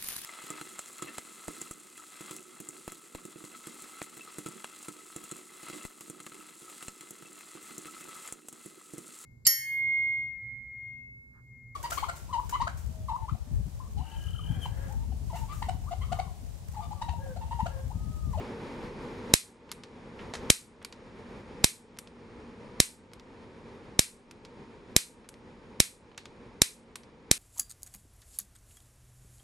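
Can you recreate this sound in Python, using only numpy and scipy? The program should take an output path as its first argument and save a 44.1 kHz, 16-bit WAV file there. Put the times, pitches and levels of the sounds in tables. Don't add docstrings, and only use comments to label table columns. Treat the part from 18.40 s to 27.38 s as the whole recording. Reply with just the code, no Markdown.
import sys
import numpy as np
from scipy import signal
from scipy.fft import rfft, irfft
from scipy.io import wavfile
from scipy.ndimage import uniform_filter1d

SR = 44100
rng = np.random.default_rng(int(sys.argv[2]) if len(sys.argv) > 2 else 0)


def convert_level_to_amplitude(level_db):
    exponent = np.asarray(level_db, float) / 20
    return 10 ** exponent


def to_wav(s):
    ch = np.atleast_2d(s).T
    pcm = np.round(np.clip(ch, -1, 1) * 32767)
    wavfile.write(sys.argv[1], SR, pcm.astype(np.int16))


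N = 396018

# pitch_hz, density_db
HUM = [(15, -31.5), (28, -5.5), (150, -6), (225, -1.5), (306, -6.5), (480, -2.5), (560, -10.5), (680, -19),
       (900, -12.5), (1440, -21), (2400, -22), (2750, -29), (5200, -34), (12000, -52)]
# pitch_hz, side_minus_mid_db
HUM_SIDE = [(60, -7), (110, -17), (190, -17.5), (350, -18.5), (630, -11.5), (1140, -6.5), (2060, -5),
            (3710, -1.5), (6690, -16.5), (12100, -16)]
# pitch_hz, width_hz, level_db
FANS = [(110, 50, -14), (235, 6, -9.5), (421.3, 210, -14.5), (914, 70, -16.5)]
# pitch_hz, density_db
HISS = [(100, -3), (2000, -3.5), (6000, -8.5), (12000, -21)]
NOTCHES = [5950, 7880]
# start_s, level_db, length_ms, top_hz
SCUFFS = [(1.291, -55.5, 21, 3960), (1.7915, -48.5, 28, 2780), (1.937, -38.5, 22, 7000),
          (2.417, -55, 19, 3000), (2.427, -54, 2.1, 9000), (3.567, -59, 1.7, 4970),
          (3.572, -54, 2.12, 6000), (4.717, -62.5, 2, 4000), (6.844, -59, 15, 2510),
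          (7.715, -60.5, 8, 3490), (7.746, -58, 3, 2800)]
# start_s, peak_db, extra_treble_db
CATCHES = [(1.3157, -21, 2), (1.3232, -27, -3.5), (1.9553, -32.5, -2), (2.4477, -23, -1),
           (3.5873, -24.5, 3.5), (4.7341, -32, -4), (5.9112, -31.5, -4), (6.8892, -32, 3),
           (7.7772, -27.5, -3), (7.7864, -44, 0), (8.5563, -27.5, 5)]
# start_s, peak_db
SEATS = [
    (1.4356, -29.5),
    (2.525, -31.5),
    (3.6733, -37.5),
    (4.7972, -33),
    (6.05, -33.5),
    (6.0557, -41.5),
    (6.941, -38),
    (7.8555, -28.5),
    (8.6338, -43),
]
# treble_db, lowest_hz, rattle_ms, echo_share, room_db
TICK_KINDS = [
    (-7.5, 850, .9, .45, -22),
    (-22.5, 810, .45, .35, -27),
]
# pitch_hz, density_db
ROOM = [(250, -30), (900, -17), (1500, -12), (2350, -1.5), (3070, -8), (4130, -2), (6000, -4.5),
        (8300, -1.5), (11400, -7.5), (12500, -12.5)]
# pitch_hz, t60_s
ROOM_T60 = [(500, 0.14), (1200, 0.28), (2200, 0.23), (5000, .26), (9000, 0.29), (12000, 0.27)]
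# pitch_hz, density_db
CLUTTER = [(710, -49.5), (1200, -21.5), (2000, 1), (3080, -10.5), (3890, -9), (5120, -6.5), (5540, 4.5),
           (9130, 15.5), (12500, -19), (16200, -35.5), (22000, -120)]
# delay_ms, level_db, ring_hz
ECHOES = [(0, 1, 5900), (.52, -1, 5400), (.98, -2.5, 9300), (1.29, -7, 6500), (1.64, -8, 9000),
          (2.28, -2.5, 9300), (2.9, -13, 6000), (3.25, -15, 8400), (4.3, -20, 7500)]
# pitch_hz, level_db, t60_s
BARREL = [(2000, -27, 0.0024), (2650, -23, .004), (3965, -13, 0.0093), (5680, -18.5, 0.0098),
          (6380, -17.5, .014), (7130, -19.5, 0.015), (7700, -21, 0.0081), (8400, -18.5, 0.018),
          (9430, -16, .012), (11440, -20, 0.018)]
# lead_ms, pitch_hz
LATCHES = [(1.1, 4500), (1.4, 1900), (2.2, 2400), (0.9, 5000), (1.2, 7000), (0.39, 9800), (2.2, 11000),
           (.97, 2600), (0.96, 5500)]
CRACKS = [.9387, 2.1025, 3.2435, 4.4021, 5.5929, 6.5644, 7.4024, 8.2185, 8.9136]
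# pitch_hz, mid_db, side_db
WEAKEST = [(3900, -130, -130), (4100, -130, -54), (6500, -124, -54), (7000, -122, -59), (8530, -118, -59),
           (10050, -106, -59), (11960, -96.5, -59)]


def curve(hz, table):
    f, v = np.transpose(table)
    return np.interp(np.log(hz + 1), np.log(f + 1), v)


def colour(x, table):
    hz = np.fft.rfftfreq(x.shape[-1], 1 / SR)
    y = irfft(rfft(x) * convert_level_to_amplitude(curve(hz, table)), x.shape[-1])
    return y / np.sqrt(np.mean(y ** 2))


def butter(x, hz, kind, order=2):
    return signal.sosfilt(signal.butter(order, hz, kind, fs=SR, output="sos"), x)


def add(out, s, x):
    i = int(s * SR)
    out[..., i:i + x.shape[-1]] += x[..., :N - i]


def gain_db():
    ducked_db, climb_db_per_s, knee_db = -21, 20, 2.5
    sink_db, recover_s, headroom_db = -4, 3.6, 2
    t, out = np.arange(N) / SR, np.zeros(N)
    sunk_db, last = 0, 0
    for s in CRACKS:
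        sunk_db = sink_db + sunk_db * np.exp((last - s) / recover_s)
        last = s
        rise = ducked_db + climb_db_per_s * (t - s)
        ceiling = headroom_db + sunk_db
        bent = -knee_db * np.logaddexp(-rise / knee_db, -ceiling / knee_db)
        out = np.where(t >= s, bent, out)
    return uniform_filter1d(out, int(0.0041 * SR))


def gain_before_db():
    return gain_db()[((np.array(CRACKS) - .01) * SR).astype(int)]


def hum():
    level_db = -40.5
    mid = colour(rng.standard_normal(N), HUM)
    for hz, width_hz, db in FANS:
        drone = signal.lfilter(*signal.iirpeak(hz, hz / width_hz, SR), rng.standard_normal(N))
        mid = mid + convert_level_to_amplitude(db) * drone / drone.std()
    side_gain = convert_level_to_amplitude(curve(np.fft.rfftfreq(N, 1 / SR), HUM_SIDE))
    side = irfft(rfft(colour(rng.standard_normal(N), HUM)) * side_gain, N)
    steps = np.repeat(rng.standard_normal(N // 2000 + 1), 2000)[:N]
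    waver = uniform_filter1d(steps, 3000)
    return np.array([mid + side, mid - side]) * convert_level_to_amplitude(level_db + 1.4 * waver)


def background():
    hiss = convert_level_to_amplitude(-73.5) * colour(rng.standard_normal((2, N)), HISS)
    out = hum() * convert_level_to_amplitude(gain_db()) + hiss
    for hz in NOTCHES * 2:
        out = signal.lfilter(*signal.iirnotch(hz, 50, SR), out)
    return out


def scuffs():
    out, t = np.zeros((2, N)), np.arange(int(.2 * SR)) / SR
    for s, db, ms, top_hz in SCUFFS:
        lumps = convert_level_to_amplitude(2.2 * np.repeat(rng.standard_normal(len(t) // 60 + 1), 60)[:len(t)])
        onset = 1.2 * np.exp(-t / .003)
        dying = min(ms / 35, .65) * convert_level_to_amplitude(-60 * (t - ms / 1000) / 0.17)
        shape = np.where(t < ms / 1000, lumps + onset, dying)
        grains = rng.standard_normal(len(t)) + .4 * rng.standard_normal((2, len(t)))
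        rub = butter(grains * shape, top_hz, "low", order=3)
        rub = rub + 1.5 * butter(grains * shape, 1800, "low")
        add(out, s, convert_level_to_amplitude(db) * butter(rub, 500, "high"))
    return out


def room(length_s=.33):
    noise = colour(rng.standard_normal((2, int(length_s * SR))), ROOM)
    hz, t, z = signal.stft(noise, SR, nperseg=128)
    decay = convert_level_to_amplitude(-60 * t / curve(hz, ROOM_T60)[:, None])
    out = signal.istft(z * decay, SR)[1]
    return out * (1 - np.exp(-np.arange(out.shape[1]) / SR / 0.001))


def ticks():
    out, t = np.zeros((2, N)), np.arange(int(0.038 * SR)) / SR
    echo_lag = int(ECHOES[5][0] * SR / 1000)
    tilt = convert_level_to_amplitude(np.array([[-.7], [.7]]))
    for rows, (treble_db, low_hz, ms, echo, wet_db) in zip((CATCHES, SEATS), TICK_KINDS):
        shape = np.exp(-t * 1000 / ms)
        shape = shape + echo * np.roll(shape, echo_lag) + .24 * np.exp(-t / .007)
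        for s, db, *extra_db in rows:
            tail = room(.15)
            body = [low_hz, 5500], db - 4
            treble = [5000, 12000], db + treble_db + sum(extra_db)
            for band_hz, peak_db in (body, treble):
                rattle = butter(rng.standard_normal(len(t)) * shape, band_hz, "band", order=3)
                gain = convert_level_to_amplitude(peak_db) / np.abs(rattle).max()
                add(out, s, gain * rattle * tilt)
                add(out, s, gain * convert_level_to_amplitude(wet_db) * butter(tail, band_hz, "band"))
    return out


def scatter():
    t = np.arange(int(.03 * SR)) / SR
    noise = rng.standard_normal(len(t))
    noise = noise + 0.23 * butter(rng.standard_normal((2, len(t))), 7700, "high")
    noise = noise + 1.3 * butter(rng.standard_normal((2, len(t))), 4000, "low")
    return colour(noise, CLUTTER) * (1 - np.exp(-t / .001)) * convert_level_to_amplitude(-60 * t / .017)


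def bench(change, lags):
    t = np.arange(int(.03 * SR)) / SR
    port_lag_ms = .004 * np.array([[-1], [1]])
    out = 0
    for (ms, db, hz), c, lag in zip(ECHOES, change, lags):
        late = np.maximum(t - (ms + port_lag_ms * lag) / 1000, 0)
        out = out - convert_level_to_amplitude(db + 1.5 * c) * np.sin(2 * np.pi * hz * late) * np.exp(-late * hz / 1.1)
    for (hz, db, t60), c in zip(BARREL, change[::-1]):
        out = out - convert_level_to_amplitude(db + 1.2 * c - 60 * t / t60) * np.sin(2 * np.pi * hz * (1 + .004 * c) * t)
    return butter(out, 1000, "high")


def latch(out, s, pitch_hz, level_db):
    t = np.arange(int(.004 * SR)) / SR
    rattle = rng.standard_normal(len(t)) + .3 * rng.standard_normal((2, len(t)))
    rattle = butter(rattle * np.exp(-t / 0.0012), [0.48 * pitch_hz, 1.8 * pitch_hz], "band", order=1)
    add(out, s, convert_level_to_amplitude(level_db) * rattle / np.abs(rattle).max())
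    creak = butter(rng.standard_normal(len(t)), [1500, 12000], "band") * np.exp(t / 0.0012)
    add(out, s - t[-1], convert_level_to_amplitude(level_db - 43) * creak)


def snaps():
    out, same, tail = np.zeros((2, N)), scatter(), room()
    order = np.arange(len(ECHOES))
    lags = (-1) ** order * order ** .5
    for s, (lead_ms, latch_hz), met_db in zip(CRACKS, LATCHES, gain_before_db()):
        db = 0.14 * met_db
        crack = 1.3 * bench(rng.standard_normal(len(BARREL)), lags)
        crack = crack + convert_level_to_amplitude(-13.5) * (same + scatter())
        add(out, s - 5e-5, convert_level_to_amplitude(db) * crack)
        add(out, s, convert_level_to_amplitude(db - 29.0) * (tail + 1.1 * room()))
        latch(out, s - lead_ms / 1000, latch_hz, -1.5 + 1.15 * met_db)
    return out


def scene():
    return background() + scuffs() + ticks() + snaps()


def bias_kick():
    level_db, rise_s, fall_s = 0.5, 0.00011, 0.00081
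    out, t = np.zeros(N), np.arange(int(.004 * SR)) / SR
    pull = (1 - np.exp(-t / rise_s)) ** 2 * np.exp(-t / fall_s)
    for s, met_db in zip(CRACKS, gain_before_db()):
        add(out, s - 1e-4, -convert_level_to_amplitude(level_db + 0.33 * met_db) * pull / pull.max())
    return butter(out, 50, "high", order=1)


def drop_weak_treble(x):
    mid_side = np.array([x[0] + x[1], x[0] - x[1]]) / 2
    hz, _, z = signal.stft(mid_side, SR, nperseg=1024)
    band = np.arange(len(hz)) // 16 * 16
    power = uniform_filter1d(np.abs(z) ** 2, size=16, axis=1, origin=-8)[:, band]
    limit_db = [curve(hz[band], np.array(WEAKEST)[:, [0, k]]) for k in (1, 2)]
    waver_db = 4.0 * rng.standard_normal((len(hz), z.shape[2] // 4 + 1))[band]
    power = power * convert_level_to_amplitude(waver_db.repeat(4, axis=1)[:, :z.shape[2]])
    kept = power > convert_level_to_amplitude(2 * np.array(limit_db))[..., None]
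    mid, side = signal.istft(z * kept, SR)[1][:, :N]
    return np.array([mid + side, mid - side])


def band_limit(x):
    return signal.sosfilt(signal.butter(12, 12660, fs=SR, output="sos"), x)


def record(dry):
    x = drop_weak_treble(dry + np.array([[.05], [1]]) * bias_kick())
    x = signal.sosfilt(signal.ellip(8, .3, 60, 12450, fs=SR, output="sos"), x)
    mix = np.clip(x, -1, 1)
    return band_limit(mix)


dry = scene()
out = record(dry)
to_wav(out)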